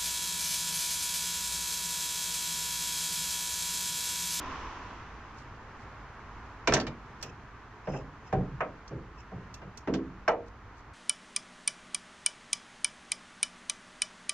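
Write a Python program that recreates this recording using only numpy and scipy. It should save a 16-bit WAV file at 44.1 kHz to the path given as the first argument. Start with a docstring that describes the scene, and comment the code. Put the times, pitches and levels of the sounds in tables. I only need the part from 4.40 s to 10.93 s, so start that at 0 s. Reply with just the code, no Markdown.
"""A car draws away, leaving the low wash of a far road, and a sleeve brushes painted steel.
Then, outdoors and close by, a car bonnet is jiggled onto its hinge: the hinge arm clunks and rattles
against its bracket, the big panel bends with dull booms, and a bolt ticks and scrapes in its hole.
Walls and parked cars send back a faint echo of the blows."""
import sys
import numpy as np
from scipy import signal
from scipy.fft import rfft, irfft, next_fast_len
from scipy.io import wavfile
from scipy.ndimage import map_coordinates

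SR = 44100
rng = np.random.default_rng(int(sys.argv[2]) if len(sys.argv) > 2 else 0)


def log_audio(samples):
    """Write samples as a 16-bit WAV file to the path given in sys.argv[1]."""
    # one column per channel
    frames = np.atleast_2d(samples).T
    # limit to full scale, then quantise
    limited = np.clip(frames, -1, 1)
    pcm = np.round(limited * 32767).astype(np.int16)
    wavfile.write(sys.argv[1], SR, pcm)


N = 288193
CLOCK = np.arange(N) / SR  # seconds through the scene
T = np.arange(SR // 2) / SR  # seconds through one blow

# Tone colours, saying how strong each pitch is next to the others: pitch_hz, level_db
CAR_TYRES = [(60, 5), (170, -9.5), (280, 0), (520, -9.5), (880, -2.5), (1030, 6.5), (1200, -2.5),
             (2100, -10), (2800, -11.5), (4300, -24), (6000, -23.5), (7300, -35.5), (9000, -55),
             (16000, -66)]  # the nearer car
ROAD_TYRES = [(88, -42.5), (150, -1), (172, -8.5), (213, -1), (328, -6), (422, -3.5), (566, -9),
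              (1020, -0.5), (1290, -2.5), (1790, -7.5), (3700, -25.5), (6640, -33), (8400, -49),
              (14500, -57.5), (16000, -70.5)]  # the far road
ROAD_RUMBLE = [(15, -8), (30, -14), (52, 4), (75, -4.5), (110, -1.5), (170, -15.5), (300, -16.5),
               (700, -60.5)]  # the bass under the traffic
CLOTH_HISS = [(1500, -25), (4000, 9), (6500, 9.5), (9000, -5), (13000, -16), (16000, -25)]  # cloth on paint
WEAK_TONES = [(40, -4), (130, -1.5), (700, -5), (1800, -9.5), (2600, -14), (3600, -13.5), (5000, -17),
              (6300, -18), (7500, -24), (9000, -40.5), (13000, -37.5), (16000, -41)]  # the panel's crowd of weaker tones
THREAD_FRICTION = [(1000, -16), (2600, 3.5), (5200, -6.5), (7200, 6), (9000, -25), (16000, 15)]  # the bolt's thread rubbing
MIC_COLOUR = [(7400, -0.5), (8600, -3), (9500, -5), (11500, -2.5), (15000, -9)]  # the microphone's openings
# Stereo width, or how much the two ears differ: pitch_hz, side_db
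TRAFFIC_WIDTH = [(60, -25.5), (110, -20.5), (200, -20.5), (380, -18.5), (700, -14.5), (1290, -13),
                 (2380, -6.5), (4400, -2), (8120, 2.5), (15000, -2)]
CLOSE_WIDTH = [(100, -25), (250, -33), (500, -13), (1000, -13.5), (2000, -7), (5000, 4.5), (12000, -3.5)]
# Rubbing strokes: peak_s, level_db, swell_s
SLEEVE_STROKES = [(1.0, -62, 0.029), (1.42, -68, 0.023), (6.08, -68, .015), (6.39, -68, .025)]
BOLT_SCRAPES = [(2.865, -57.5, 0.04), (3.49, -72, 0.013), (3.555, -54, 0.046), (3.885, -61.5, 0.019),
                (4.8, -62, 0.023)]
# The hinge arm hits its bracket. A higher contact_hz is a harder hit; the struck spot favours spot_hz.
# start_s, level_db, contact_hz, spot_hz, into_panel_db
HINGE_CLANKS = [(2.273, -28, 5100, 2310, 7.5), (2.322, -28, 4070, 238, -1), (2.337, -31.5, 8800, 5870, 1),
                (2.355, -40.5, 3200, 940, -14), (2.365, -38.5, 5030, 1790, 5),
                (2.3993, -45.5, 7060, 4570, -5), (2.467, -44, 6000, 2340, -2),
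                (2.827, -49.5, 6040, 2500, -8.5), (3.535, -47, 1700, 796, 13),
                (4.205, -32.5, 1460, 1252, -2.5), (5.217, -52.5, 3180, 2780, 5.5),
                (5.5377, -41, 5900, 286, 3), (5.8778, -24.5, 2950, 467, -9)]
# The bonnet is shoved against its stop:
# start_s, level_db, contact_hz, spot_hz, boom_db, sway_back_s, boom_hz
BONNET_SHOVES = [(2.297, -48, 690, 210, -32, .13, 125), (2.831, -61, 1180, 460, -50, .04, 136),
                 (3.471, -42, 1500, 767, -35, 0.051, 142.4), (3.926, -33.5, 1400, 764, -29.5, .15, 116.5),
                 (4.507, -48, 850, 220, -39.5, 0.061, 119), (4.916, -53, 980, 723, -41, 0.087, 122),
                 (5.214, -76, 800, 490, -50, 0.021, 185), (5.4733, -34, 1400, 281, -36, 0.16, 198)]
# The three contacts within one blow: delay_s, change_db, duller_octaves, body_db
CLANK_BOUNCES = [(0, 1, 0.053, -7.5), (.01, -6.5, 0.26, -7), (.05, -12.5, 1.3, -0.5)]  # strikes, rebounds and seats
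SHOVE_SETTLES = [(0, 0.5, 0.27, -3), (.018, -9, 0.89, 5), (.052, -13, 1.2, 10.5)]  # lands, then settles twice as the weight follows
# The main tones of bonnet and hinge (each blow shortens their ring): pitch_hz, level_db, base_ring_s
STEEL_TONES = [(85, -15, 1), (127.5, 5.5, 0.28), (142.8, 11.5, 0.34), (182.4, 0, 0.72), (195, 4.5, 0.43),
               (232.4, -7, 1), (266.6, -7.5, 0.47), (327.4, -7.5, 0.69), (396.1, 0, 0.2), (473.2, 2, 0.12),
               (556, -1, 0.11), (615, -15, 0.075), (625.3, 5.5, 0.21), (677.3, 5, 0.22), (755.4, 4, 0.14),
               (873, -10.5, 0.3), (993, -6, 0.037), (1104, 3.5, 0.088), (1090, -33, 0.093),
               (1327, -19, 0.03), (1328, -3.5, 0.27), (1567, 6.5, 0.13), (1750, 7.5, 0.04),
               (2042, -4.5, 0.042), (2403, -12, 0.054), (2770, -0.5, 0.11), (2960, -4.5, 0.2),
               (4200, -21.5, 0.055), (5140, -8, 0.087), (5440, 7.5, 0.039)]
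# How long the weaker tones last, before that shortening: pitch_hz, base_ring_s
WEAK_TONE_RING = [(100, 0.39), (400, 0.36), (800, 0.22), (1600, 0.19), (3000, 0.19), (6000, 0.13),
                  (12000, 0.12)]
# Where the metal touches, told by how much sooner the left side hears it: time_s, left_lead_us
CONTACT_SIDE = [(3, -26), (3.4, 40)]
# The bolt knocks in its hole: start_s, level_db, highest_hz
BOLT_TICKS = [(2.337, -25, 9600), (2.813, -55, 9000), (2.8266, -37, 18000), (3.9285, -58, 14000),
              (4.206, -59.5, 9100), (4.478, -52.5, 6900), (5.1415, -46.5, 12900), (5.3737, -46, 12900),
              (5.88, -40, 6480)]
# Pitches at which small parts ring: pitch_hz, width_hz, level_db
BOLT_TONES = [(2550, 62, -1), (2700, 14, 11), (3280, 50, -11), (3500, 160, -3.5), (3670, 120, -32.5),
              (5584, 49, -0.5), (5350, 260, -3.5), (6040, 310, -14), (6600, 44, 4), (6370, 81, -21),
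              (6760, 66, -13), (9400, 460, -20), (11900, 210, -13), (12900, 1200, -11), (14700, 900, -14.5)]  # bolt and hinge eye
SQUEAK_TONES = [(2600, 130, -8.5), (3140, 240, -16.5), (3800, 65, -34), (5120, 28, -1), (5860, 270, -12.5),
                (5990, 64, -15), (7060, 57, -19.5)]  # the dragging thread
# How long the echo takes to fall by 60 dB: pitch_hz, ring_s
ECHO_RING = [(100, 0.66), (500, 0.36), (2000, 0.11), (8000, 0.029)]
# How the microphone's two sides differ: pitch_hz, left_minus_right_db
MIC_BALANCE = [(60, -1.5), (110, 0.5), (200, -1.5), (380, -1.5), (700, -1), (1290, -1), (2380, 0.5),
               (4400, -4.5), (8120, -4.5), (15000, 2.5)]


def amp(db):
    """Turn decibels into a number to multiply by."""
    return 10 ** (np.asarray(db) / 20)


def unit(x):
    """Scale a sound to an average (rms) level of 1."""
    return x / np.sqrt(np.mean(x ** 2) + 1e-20)


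def along(points, hz):
    """Read between the rows of a (pitch_hz, value) table, on a musical scale."""
    pitches, values = np.transpose(points)
    return np.interp(np.log(hz + 1), np.log(pitches + 1), values)


def fade(t, ring_s):
    """A fade that falls by 60 dB in ring_s."""
    return np.exp(-np.log(1000) * t / ring_s)


def wobble(rate):
    """A smooth curve through `rate` random values a second."""
    return map_coordinates(rng.standard_normal(int(N * rate / SR) + 4), [CLOCK * rate])


def filtered(x, response):
    """Multiply each pitch in a sound by response(hz)."""
    size = next_fast_len(x.shape[-1] + SR // 4)
    hz = np.fft.rfftfreq(size, 1 / SR)
    return irfft(rfft(x, size) * response(hz), size)[..., :x.shape[-1]]


def lowpass(x, hz):
    """Take away the treble, as a soft contact does."""
    return signal.sosfilt(signal.butter(4, min(hz, .45 * SR), fs=SR, output="sos"), x)


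def band(x, low_hz, high_hz, order=3):
    """Keep one range of pitches, scaled to level 1 over its first moments."""
    kept = signal.sosfilt(signal.butter(order, [low_hz, high_hz], "bandpass", fs=SR, output="sos"), x)
    return kept / kept[:, :int(SR * (.008 + 4 / low_hz))].std()


def noise(colour, width, size):
    """Stereo noise with a given tone colour, at level 1."""
    mid, side = filtered(rng.standard_normal((2, size)), lambda hz: amp(along(colour, hz)))
    side = filtered(side, lambda hz: amp(along(width, hz)))
    return unit(np.array([mid + side, mid - side]))


def dying(x, ring_times, stretch=1):
    """Let each pitch die away at its own speed."""
    hz, t, slices = signal.stft(x, SR, nperseg=256)
    faded = slices * fade(t, stretch * along(ring_times, hz)[:, None])
    return signal.istft(faded, SR, nperseg=256)[1][:, :len(T)]


def add(track, start_s, sound):
    """Mix one blow into the track."""
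    part = track[:, round(start_s * SR):][:, :len(T)]
    part += sound[:, :part.shape[1]]


def traffic(road_fall_db_per_s=0.8744, car_fall_db_per_s=22.5, car_stays_s=.17):
    """One car holds its level, then draws away; the far road's tyre roar and rumble slowly thin."""
    road_db = -47.5 - road_fall_db_per_s * CLOCK
    car_db = -39.5 - car_fall_db_per_s * np.maximum(CLOCK - car_stays_s, 0)
    flutter_db = .5 * wobble(4.1)
    rumble_db = -31 + 0.39 * road_db  # bass fades less with distance
    roar = amp(road_db + flutter_db) * noise(ROAD_TYRES, TRAFFIC_WIDTH, N)
    car = amp(car_db) * noise(CAR_TYRES, TRAFFIC_WIDTH, N)
    rumble = amp(rumble_db + flutter_db) * noise(ROAD_RUMBLE, TRAFFIC_WIDTH, N)
    return roar + car + rumble


def swells(strokes, ease_off=0.7):
    """The loudness of rubbing strokes: each swells to a peak and eases off a little faster."""
    gain = np.zeros(N)
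    for peak_s, db, swell_s in strokes:
        width_s = np.where(CLOCK < peak_s, swell_s, ease_off * swell_s)
        gain += amp(db) * np.exp(-((CLOCK - peak_s) / width_s) ** 2 / 2)
    return gain


def sleeve(grain_db=3):
    """Cloth brushes the paint with a faint, grainy hiss."""
    hiss = noise(CLOTH_HISS, CLOSE_WIDTH, N) * amp(grain_db * wobble(250))
    return swells(SLEEVE_STROKES) * unit(hiss)


def ring(spot_hz, stretch, spot_db, spot_width, crowd_db):
    """Struck steel rings with its main tones and a crowd of weak ones, lifted near the spot's pitch."""
    def lift_db(hz):
        return spot_db * np.exp(-(np.log((hz + 1) / spot_hz) / spot_width) ** 2)

    hz, db, base_ring_s = np.transpose(STEEL_TONES)[:, :, None]
    strength = amp(db + lift_db(hz) + 2 * rng.standard_normal(hz.shape))
    phase = rng.uniform(0, 2 * np.pi, hz.shape)
    ear_phase = phase + amp(along(CLOSE_WIDTH, hz)) * rng.standard_normal((2, *hz.shape))
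    waves = strength * fade(T, stretch * base_ring_s) * np.exp(2j * np.pi * hz * T)
    tones = (np.exp(1j * ear_phase[..., 0]) @ waves).imag  # add up the waves for each ear
    crowd = filtered(noise(WEAK_TONES, CLOSE_WIDTH, len(T)), lambda f: amp(lift_db(f)))
    crowd = dying(unit(crowd), WEAK_TONE_RING, stretch)
    return tones / tones[:, :SR // 50].std() + amp(crowd_db) * crowd


def strike(db, contact_hz, spot_hz, body_db, dull_db_per_octave):
    """One hit on the steel: the harder it is, the higher the pitches it wakes and the shorter they ring."""
    ranges_hz = [(240, 500), (500, 1000), (1000, 2500), (2500, 16000)]
    centres_hz = np.array([330, 700, 1500, 4500])
    hardness = contact_hz / 2000
    stretch = min(0.78 / hardness ** 0.36, 0.73)  # a hand holds the panel, so the ring stays short
    steel = ring(spot_hz, stretch, spot_db=11, spot_width=0.041, crowd_db=2.5)
    # Ranges above contact_hz are weaker; the range around the struck spot is louder.
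    dulled_db = -10 * np.log10(1 + amp(2 * dull_db_per_octave * np.log2(centres_hz / contact_hz)))
    lifted_db = 9.5 * np.exp(-(np.log2(centres_hz / spot_hz) / 0.59) ** 2)
    body, knock, clank, click = [amp(db + range_db) * band(steel, *edges, order=4)
                                 for range_db, edges in zip(dulled_db + lifted_db, ranges_hz)]
    low = amp(body_db) * body + knock
    high = clank + lowpass(click, hz=9400 * hardness ** 0.28)
    low_rise_s, high_rise_s = 0.038, 0.0073  # low bending waves build up more slowly
    return low * (1 - fade(T, low_rise_s)) + high * (1 - fade(T, high_rise_s))


def placed(sound, time_s):
    """A hit reaches one side of the microphone just before the other."""
    lead_s = np.interp(time_s, *np.transpose(CONTACT_SIDE)) * 1e-6
    return filtered(sound, lambda hz: np.exp(1j * np.pi * hz * lead_s * np.array([[1], [-1]])))


def flex(db, spot_hz, swell_s, puff_db=-13):
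    """The wide panel gives slowly: its lowest tones swell and boom, and it pushes a puff of air."""
    panel = ring(spot_hz, stretch=0.58, spot_db=8.5, spot_width=0.18, crowd_db=-4.5)
    panel *= 1 - fade(T, swell_s)
    boom = band(panel, low_hz=104, high_hz=188)
    puff = band(panel, low_hz=25.1, high_hz=76.6)
    return amp(db) * (boom + amp(puff_db) * puff)


def hinge(boom_db=-16):
    """Steel on steel: each clank bounces, ever softer and duller, and stirs the panel a little."""
    out = np.zeros((2, N))
    for start_s, db, contact_hz, spot_hz, into_panel_db in HINGE_CLANKS:
        for delay_s, change_db, duller_octaves, body_db in CLANK_BOUNCES:
            blow = strike(db + change_db, contact_hz / 2 ** duller_octaves, spot_hz,
                          body_db + into_panel_db, dull_db_per_octave=34.6)
            add(out, start_s + delay_s, placed(blow, start_s))
        add(out, start_s, flex(db + into_panel_db + boom_db, spot_hz=199, swell_s=0.059))
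    return out


def bonnet(boom_lag_s=0.03063, sway_db=-12):
    """Each shove thuds and settles; the panel booms just after, and more softly as it sways back."""
    out = np.zeros((2, N))
    for start_s, db, contact_hz, spot_hz, boom_db, sway_back_s, boom_hz in BONNET_SHOVES:
        weight_db = (boom_db - db) / 2  # the low body lies halfway between knock and boom
        for delay_s, change_db, duller_octaves, body_db in SHOVE_SETTLES:
            thud = strike(db + change_db, contact_hz / 2 ** duller_octaves, spot_hz,
                          body_db + weight_db, dull_db_per_octave=11.2)
            add(out, start_s + delay_s, placed(thud, start_s))
        add(out, start_s, flex(boom_db - 2, spot_hz=184, swell_s=0.035))
        boom_s = start_s + boom_lag_s  # slow bending waves reach the wide panel late
        add(out, boom_s, flex(boom_db, spot_hz=boom_hz, swell_s=0.11))
        add(out, boom_s + sway_back_s, flex(boom_db + sway_db, spot_hz=boom_hz, swell_s=0.15))
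    return out


def resonate(force, tones, direct_db):
    """A tap or rub makes a small part ring; a little of the bare contact is heard too."""
    def response(hz):
        return sum((-1) ** k * amp(db) * 1j * hz * width / (pitch ** 2 - hz ** 2 + 1j * hz * width)
                   for k, (pitch, width, db) in enumerate(tones))

    return filtered(force, response) + amp(direct_db) * lowpass(force, hz=7200)


def bolt(scrape_db=1, grain_db=3.8):
    """The bolt knocks with small bright ticks, and its thread drags through the hole with a gritty squeak."""
    ticks = np.zeros((2, N))
    tap_colour = [(400, -4), (1500, 5.5), (16000, -4)]  # pitch_hz, level_db
    for start_s, db, highest_hz in BOLT_TICKS:
        tap = noise(tap_colour, CLOSE_WIDTH, len(T)) * fade(T, ring_s=0.056)
        ringing = resonate(tap, BOLT_TONES, direct_db=-5.5)
        add(ticks, start_s, amp(db) * band(ringing, low_hz=3850, high_hz=highest_hz, order=2))
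    friction = noise(THREAD_FRICTION, CLOSE_WIDTH, N) * amp(grain_db * wobble(170))
    squeak = unit(resonate(friction, SQUEAK_TONES, direct_db=-37))
    return ticks + amp(scrape_db) * swells(BOLT_SCRAPES) * squeak


def echo(sound, delay_s=.03):
    """Walls and parked cars scatter the sound back a moment later."""
    colour = [(100, 12.5), (3000, 1), (12000, 4.0)]  # pitch_hz, level_db
    tail = dying(noise(colour, CLOSE_WIDTH, len(T)), ECHO_RING)
    tail /= np.linalg.norm(tail[0])
    late_tail = np.pad(tail, ((0, 0), (int(delay_s * SR), 0)))
    return signal.fftconvolve(sound, late_tail, axes=1)[:, :N]


def scene():
    """Mix the close metal, its faint echo, the sleeve and the traffic."""
    metal = hinge() + bonnet() + bolt()
    return metal + amp(-20) * echo(metal) + sleeve() + traffic()


def record(dry, hiss_db=-92, top_hz=15600):
    """The microphone dulls the treble, mostly on the left, adds faint hiss and cuts the very top."""
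    sides = np.array([[.5], [-.5]])
    heard = filtered(dry, lambda hz: amp(along(MIC_COLOUR, hz) + along(MIC_BALANCE, hz) * sides))
    hiss = amp(hiss_db) * rng.standard_normal((2, N))
    return filtered(heard + hiss, lambda hz: hz < top_hz)


dry = scene()
out = record(dry)
log_audio(out)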